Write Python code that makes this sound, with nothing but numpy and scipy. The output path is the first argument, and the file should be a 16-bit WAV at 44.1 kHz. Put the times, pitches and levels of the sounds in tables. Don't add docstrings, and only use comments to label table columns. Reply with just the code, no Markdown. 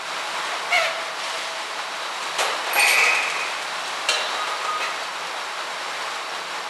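import sys
import numpy as np
from scipy import signal
from scipy.fft import rfft, irfft, next_fast_len
from scipy.io import wavfile

SR = 44100
rng = np.random.default_rng(int(sys.argv[2]) if len(sys.argv) > 2 else 0)


def dump(signal):
    limited = np.clip(np.atleast_2d(signal).T, -1, 1)
    pcm = np.round(limited * 32767).astype(np.int16)
    wavfile.write(sys.argv[1], SR, pcm)


N = 295029
T = np.arange(N) / SR

# (frequency [Hz], relative level [dB])
SLAB_SPECTRUM = [(40, -46), (150, -31), (300, -12.5), (470, 4), (800, 5.5), (1300, 2), (2200, 0.5),
                 (4000, -10.5), (12000, -49)]
# (frequency [Hz], relative level [dB])
FRACTURE_SPECTRUM = [(300, -30), (1500, -9), (2700, 3), (4200, 1.5), (5200, -4), (6600, -1.5), (8500, -4),
                     (11000, -16.5), (12800, -22)]
# (frequency [Hz], relative level [dB])
DUST_SPECTRUM = [(300, -29), (700, -19), (2000, 8), (4200, 3), (7000, -4.5), (10000, -9.5), (12800, -25)]
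# (time [s], length [s], roar boost [dB], whine level [dB])
ARM_MOVES = [(0.043, 0.39, 2, -51), (1.886, 0.46, 1.65, -46), (2.346, 1.43, 1.96, -60),
             (3.95, 0.48, 2.5, -41), (4.603, 0.28, 1.1, -57), (5.745, 0.17, 1.9, -56)]


def bucket_knocks(thud_t60=0.64, crack_t60=0.3, ring_width_hz=24, damping_db_per_s=25):
    # (time [s], rise [s], thud [dB], crack [dB], steel ring [dB])
    blows = [(.445, .005, -28.5, -34, -60), (.5, .005, -31.5, -40, -60), (2.383, 0.0082, -19, -17, -24),
             (2.665, 0.0026, -27.5, -39, -57), (4.086, 0.002, -30, -18, -16), (4.165, .002, -29, -37, -31)]
    # (frequency [Hz], relative level [dB], t60 without rubble [s])
    bucket_modes = [(495, -12, 1), (619, -2.5, 0.9), (1270, -2.5, 0.81), (1410, -3, 1), (1690, -4, 0.56),
                    (2380, 6.5, 0.13), (2750, 2, 0.18), (2760, 15, 0.041), (2900, -1, 0.28),
                    (3040, -6, 0.35), (3130, 0, 0.55), (3548, 0, 0.75), (3985, 1, 0.6), (4310, 2, .4),
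                    (5650, -8, 0.49), (6460, -19, .3), (9200, -11, .22)]
    out, t = np.zeros(N), np.arange(SR * 3 // 4) / SR
    for start, rise_s, thud_db, crack_db, ring_db in blows:
        modes = sum(gain_of(db - 60 * t / t60) * resonance(hz, ring_width_hz, len(t))
                    for hz, db, t60 in bucket_modes)
        steel = gain_of(ring_db - damping_db_per_s * t) * modes / np.sqrt(len(bucket_modes))
        concrete = gain_of(thud_db) * thud(t, thud_t60) + gain_of(crack_db) * crack(t, crack_t60)
        add(out, start, (concrete + steel) * (1 - np.exp(-t / rise_s)))
    return out


def bucket_screech(mode_width_hz=13, rasp_db=-2, judder=0.1, judder_per_s=160):
    # (frequency [Hz], relative level [dB])
    steel_modes = [(1953, -7.5), (1980, -15), (2072, -11), (2125, -10), (2195, -14), (2277, -3),
                   (2301, -21), (2373, -7), (2425, -8), (2468, -11), (2492, -1), (2530, -5), (2578, -7.5),
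                   (2629, -3)]
    # (frequency [Hz], relative level [dB])
    rasp_spectrum = [(900, -38), (1800, -23), (1960, -1), (2200, -0.5), (2480, 3), (2630, -9), (2750, -29),
                     (4000, -33), (4480, -12), (5000, -15.5), (12000, -35)]
    modes = unit_rms(sum(gain_of(db) * resonance(hz, mode_width_hz, flutter=0.39)
                         for hz, db in steel_modes))
    rasp = gain_of(rasp_db) * noise(rasp_spectrum)
    contact = np.exp(judder * drift(judder_per_s))
    screeching, _, _ = bucket_strokes()
    return unit_rms((modes + rasp) * contact) * screeching


def bucket_strokes(rise_s=0.031):
    # (time [s], length [s], fade [s], screech [dB], grinding [dB], grit [dB])
    drags = [(2.685, 0.032, 0.033, -29, -35, -42), (2.759, 0.18, 0.024, -19, -28, -25.5),
             (2.952, 0.12, 0.16, -19.5, -27.5, -33.5), (3.38, 0.026, 0.053, -37, -38, -40)]
    return sum(gain_of(levels_db)[:, None] * envelope(T - start, length, rise_s, fade_s)
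               for start, length, fade_s, *levels_db in drags)


def concrete_crush(clump_db=4.0):
    _, grinding, spitting = bucket_strokes()
    grind = coloured(grains(per_s=1800, spread_db=2.5), SLAB_SPECTRUM)
    clumps = grains(per_s=3900, spread_db=1.5) * gain_of(clump_db * drift(90))
    return grind * grinding + coloured(clumps, FRACTURE_SPECTRUM) * spitting


def joint_groans(rise_s=0.038, fade_s=0.028, climb_hz_per_s=2300, sag_hz_per_s=1150, sag_db_per_s=25,
                 jitter=0.0282, rasp_db=-5, hiss_db=-13, breakup_db=3):
    # (time [s], length [s], top slip rate [Hz], level [dB], fundamental [dB])
    groans = [(.7, .16, 734, -21.5, 0.5), (4.795, 0.0536, 680, -28, -13)]
    # (frequency [Hz], relative level [dB])
    joint_spectrum = [(300, -30), (700, 1), (1000, -22), (1340, 0), (1700, -6), (2000, 0), (2200, 4),
                      (2380, -7), (2680, -2), (3150, -8), (3400, -11), (4250, -9.5), (5000, -17),
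                      (12000, -25)]
    out, t = np.zeros(N), np.arange(SR // 3) / SR
    for start, length, top_hz, db, fundamental_db in groans:
        sagging_s = np.clip(t - rise_s, 0, length - rise_s)
        slip_hz = top_hz - climb_hz_per_s * np.maximum(rise_s - t, 0) - sag_hz_per_s * sagging_s
        cycles = np.cumsum(slip_hz * (1 + jitter * drift(350, len(t)))) / SR
        slips = np.zeros(len(t))
        for k in range(1, 12):
            harmonic_db = curve_at(joint_spectrum, k * slip_hz) + fundamental_db * (k == 1)
            flicker_db = breakup_db * drift(67, len(t))
            slips += gain_of(harmonic_db + flicker_db) * np.sin(2 * np.pi * k * cycles)
        rasp = gain_of(rasp_db) * noise(joint_spectrum, len(t))
        hiss = gain_of(hiss_db) * noise(DUST_SPECTRUM, len(t))
        force = gain_of(db - sag_db_per_s * sagging_s) * envelope(t, length, rise_s, fade_s)
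        add(out, start, (unit_rms(slips) + rasp + hiss + joint_ring(slip_hz)) * force)
    return out


def joint_ring(slip_hz, mode_hz=2190, width_hz=45, capture_hz=110, ring_db=1.0):
    detuning = (3 * slip_hz - mode_hz) / capture_hz
    return gain_of(ring_db) * resonance(mode_hz, width_hz, len(slip_hz)) / (1 + detuning ** 2)


def pin_squeaks(width_hz=21, rise_s=0.004, fade_s=0.0086, clunk_db=3, clunk_t60=0.28, crack_db=-5):
    # (time [s], length
    # [s], pitch [Hz], level [dB])
    jerks = [(2.752, 0.044, 817, -25), (2.971, .15, 1262, -30.5), (3.391, 0.035, 1250, -33.5),
             (4.341, 0.084, 1241, -32.5), (4.469, 0.067, 1243, -33), (4.645, 0.13, 1240, -30.5),
             (4.801, .045, 2536, -32.5), (4.815, 0.033, 4010, -34), (5.03, .08, 2575, -44)]
    out, t = np.zeros(N), np.arange(SR // 2) / SR
    for start, length, hz, db in jerks:
        clunk = gain_of(clunk_db) * thud(t, clunk_t60) + gain_of(crack_db) * crack(t, clunk_t60)
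        clunk *= np.minimum(t / rise_s, 1)
        squeak = resonance(hz, width_hz, len(t)) * envelope(t, length, rise_s, fade_s)
        add(out, start, gain_of(db) * (clunk + squeak))
    return out


def tooth_squeals(low_hz=4449, low_width_hz=80, high_hz=8820, high_width_hz=30, high_db=0.5,
                  sizzle_width_hz=330, rise_s=0.0027, fade_s=0.01, sizzle_fade_s=0.052):
    # (time [s], length [s], whistle [dB], sizzle pitch [Hz], sizzle [dB])
    skids = [(2.386, 0.046, -54, 11150, -41), (2.732, 0.011, -33.5, 11520, -28),
             (2.793, 0.039, -27.5, 11500, -41), (2.866, 0.054, -30.5, 11400, -34.5)]
    out, t = np.zeros(N), np.arange(SR // 3) / SR
    for start, length, whistle_db, sizzle_hz, sizzle_db in skids:
        low = resonance(low_hz, low_width_hz, len(t))
        high = gain_of(high_db) * resonance(high_hz, high_width_hz, len(t))
        sizzle = resonance(sizzle_hz, sizzle_width_hz, len(t))
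        add(out, start, gain_of(whistle_db) * (low + high) * envelope(t, length, rise_s, fade_s))
        add(out, start, gain_of(sizzle_db) * sizzle * envelope(t, length, rise_s, sizzle_fade_s))
    return out


def concrete_snaps(t60=0.17, thud_db=-13):
    # (time [s], level [dB])
    breaks = [(2.226, -34), (2.88, -21), (3.037, -25), (3.149, -28), (3.227, -29), (3.3, -29), (3.622, -33),
              (3.876, -34)]
    out, t = np.zeros(N), np.arange(SR // 2) / SR
    for start, db in breaks:
        add(out, start, gain_of(db) * (crack(t, t60) + gain_of(thud_db) * thud(t, t60)))
    return out


def thud(t, t60):
    return noise(SLAB_SPECTRUM, len(t)) * gain_of(-60 * t / t60)


def crack(t, t60, shower_db=-2.5, snap_db=-6.5, snap_s=0.0048):
    breaking = gain_of(shower_db - 60 * t / t60) + gain_of(snap_db) * np.exp(-t / snap_s)
    return coloured(grains(per_s=7000, spread_db=4.0, size=len(t)), FRACTURE_SPECTRUM) * breaking


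def diesels(idle_db=-30.5, clatter=0.025, firing_hz=61.6, waver_db=0.58, rise_s=0.21, fade_s=0.36):
    # (frequency [Hz], relative level [dB])
    roar_spectrum = [(24, -83), (40, -53), (59, -47), (79, -38), (147, -27), (217, -22), (319, -14),
                     (597, -6.5), (1070, -0.5), (1530, -4.5), (3560, -11), (3920, -9.5), (4320, -14),
                     (10600, -28), (12800, -37), (16600, -65), (22000, -120)]
    # (frequency [Hz], width [Hz], level [dB])
    machine_tones = [(160.4, 6, -65), (182, 6, -68), (194, 4.9, -69.5), (474.6, 14, -58.5),
                     (652, 29, -47.5), (844, 12, -46.5), (1103, 45, -51), (4570, 90, -49.5),
                     (5505, 82, -52), (7450, 80, -56.5)]
    engine_speed = 1 + 0.0099 * drift(1.82)
    firing = np.cos(2 * np.pi * np.cumsum(firing_hz * engine_speed) / SR)
    roar = coloured(rng.standard_normal(N) * (1 + clatter * firing), roar_spectrum)
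    hums = sum(gain_of(db) * resonance(hz, width_hz, flutter=0.51) for hz, width_hz, db in machine_tones)
    load_db = sum(db * envelope(T - start, length, rise_s, fade_s) for start, length, db, _ in ARM_MOVES)
    return roar * gain_of(idle_db + load_db + waver_db * drift(21.12)) + hums


def pump(whine_hz=3855, width_hz=18, idle_db=-55, rise_s=0.19, fade_s=0.046):
    flow = sum(gain_of(db) * envelope(T - start, length, rise_s, fade_s)
               for start, length, _, db in ARM_MOVES)
    return resonance(whine_hz, width_hz) * (gain_of(idle_db) + flow)


def slew_motor(start_s=1, length_s=0.61, hum_hz=651, width_hz=10, hum_db=-43):
    turning = envelope(T - start_s, length_s, rise_s=0.1, fade_s=0.03)
    return gain_of(hum_db) * resonance(hum_hz, width_hz) * turning


def dust(rise_s=0.083, fade_s=0.4):
    # (time [s], length [s], level [dB])
    slides = [(0, 0.48, -39), (1.14, 0.27, -33.5), (2.093, .25, -40), (3.29, 0.75, -40.5)]
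    flow = sum(gain_of(db) * envelope(T - start, length, rise_s, fade_s) for start, length, db in slides)
    return coloured(grains(per_s=3000, spread_db=1), DUST_SPECTRUM) * flow


def pebbles(per_s=14, level_db=-49, t60=0.094):
    t = np.arange(SR // 8) / SR
    tick = rng.standard_normal(len(t)) * gain_of(-60 * t / t60)
    ticks = signal.oaconvolve(grains(per_s, spread_db=1.5), tick)[:N]
    return gain_of(level_db) * coloured(ticks, FRACTURE_SPECTRUM)


def wall_echo(x, reflections_per_s=2000, predelay_s=0.012):
    # (frequency [Hz], t60 [s])
    decay_times = [(100, 0.87), (1000, 1), (3000, 1), (6000, 0.59), (12000, 0.17)]
    taps = rng.choice([-1., 1.], SR) * (rng.random(SR) < reflections_per_s / SR)
    taps *= np.arange(SR) > predelay_s * SR
    hz, t, bands = signal.stft(taps, SR, nperseg=256)
    decay = gain_of(-60 * t / curve_at(decay_times, hz)[:, None])
    _, tail = signal.istft(bands * decay, SR, nperseg=256)
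    return signal.fftconvolve(x, tail / np.linalg.norm(tail))[:N]


def resonance(hz, width_hz, size=N, flutter=0.43):
    wander = np.cumsum(drift(4 * width_hz, size)) * width_hz / 2
    strength = np.exp(flutter * drift(2 * width_hz, size))
    cycles = (hz * np.arange(size) + wander) / SR + rng.random()
    return unit_rms(strength * np.sin(2 * np.pi * cycles))


def grains(per_s, spread_db, size=N):
    strength = gain_of(spread_db * np.minimum(rng.exponential(1, size), 4))
    polarity = rng.choice([-1, 1], size)
    return unit_rms(strength * polarity * (rng.random(size) < per_s / SR))


def noise(spectrum, size=N):
    return coloured(rng.standard_normal(size), spectrum)


def coloured(x, spectrum):
    size = next_fast_len(len(x))
    gains = gain_of(curve_at(spectrum, np.fft.rfftfreq(size, 1 / SR)))
    return unit_rms(irfft(rfft(x, size) * gains, size)[:len(x)])


def drift(per_s, size=N):
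    knots = rng.standard_normal(8192)
    return 1.192 * np.interp(np.arange(size) / SR * per_s, np.arange(8192), knots)


def envelope(t, length, rise_s, fade_s):
    return np.clip(t / rise_s, 0, 1) * np.exp(-np.maximum(t - length, 0) / fade_s)


def curve_at(points, hz):
    point_hz, values = np.transpose(points)
    return np.interp(np.log(hz + 1), np.log(point_hz + 1), values)


def gain_of(db):
    return 10 ** (np.asarray(db) / 20)


def unit_rms(x):
    return x / np.sqrt(np.mean(x ** 2) + 1e-20)


def add(mix, start_s, sound):
    part = mix[round(start_s * SR):][:len(sound)]
    part += sound[:len(part)]


def scene(echo_db=-10):
    work = (joint_groans() + bucket_screech() + concrete_crush() + bucket_knocks()
            + concrete_snaps() + pin_squeaks() + tooth_squeals() + pebbles())
    bed = diesels() + pump() + slew_motor() + dust()
    return (bed + work + gain_of(echo_db) * wall_echo(work))[None]


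def record(dry, ceiling=0.37, cutoff_hz=12850):
    rounded = dry / (1 + (dry / ceiling) ** 6) ** (1 / 6)
    lowpass = signal.firwin(511, cutoff_hz, window=("kaiser", 9), fs=SR)
    return signal.oaconvolve(rounded, lowpass[None], "same")


dry = scene()
out = record(dry)
dump(out)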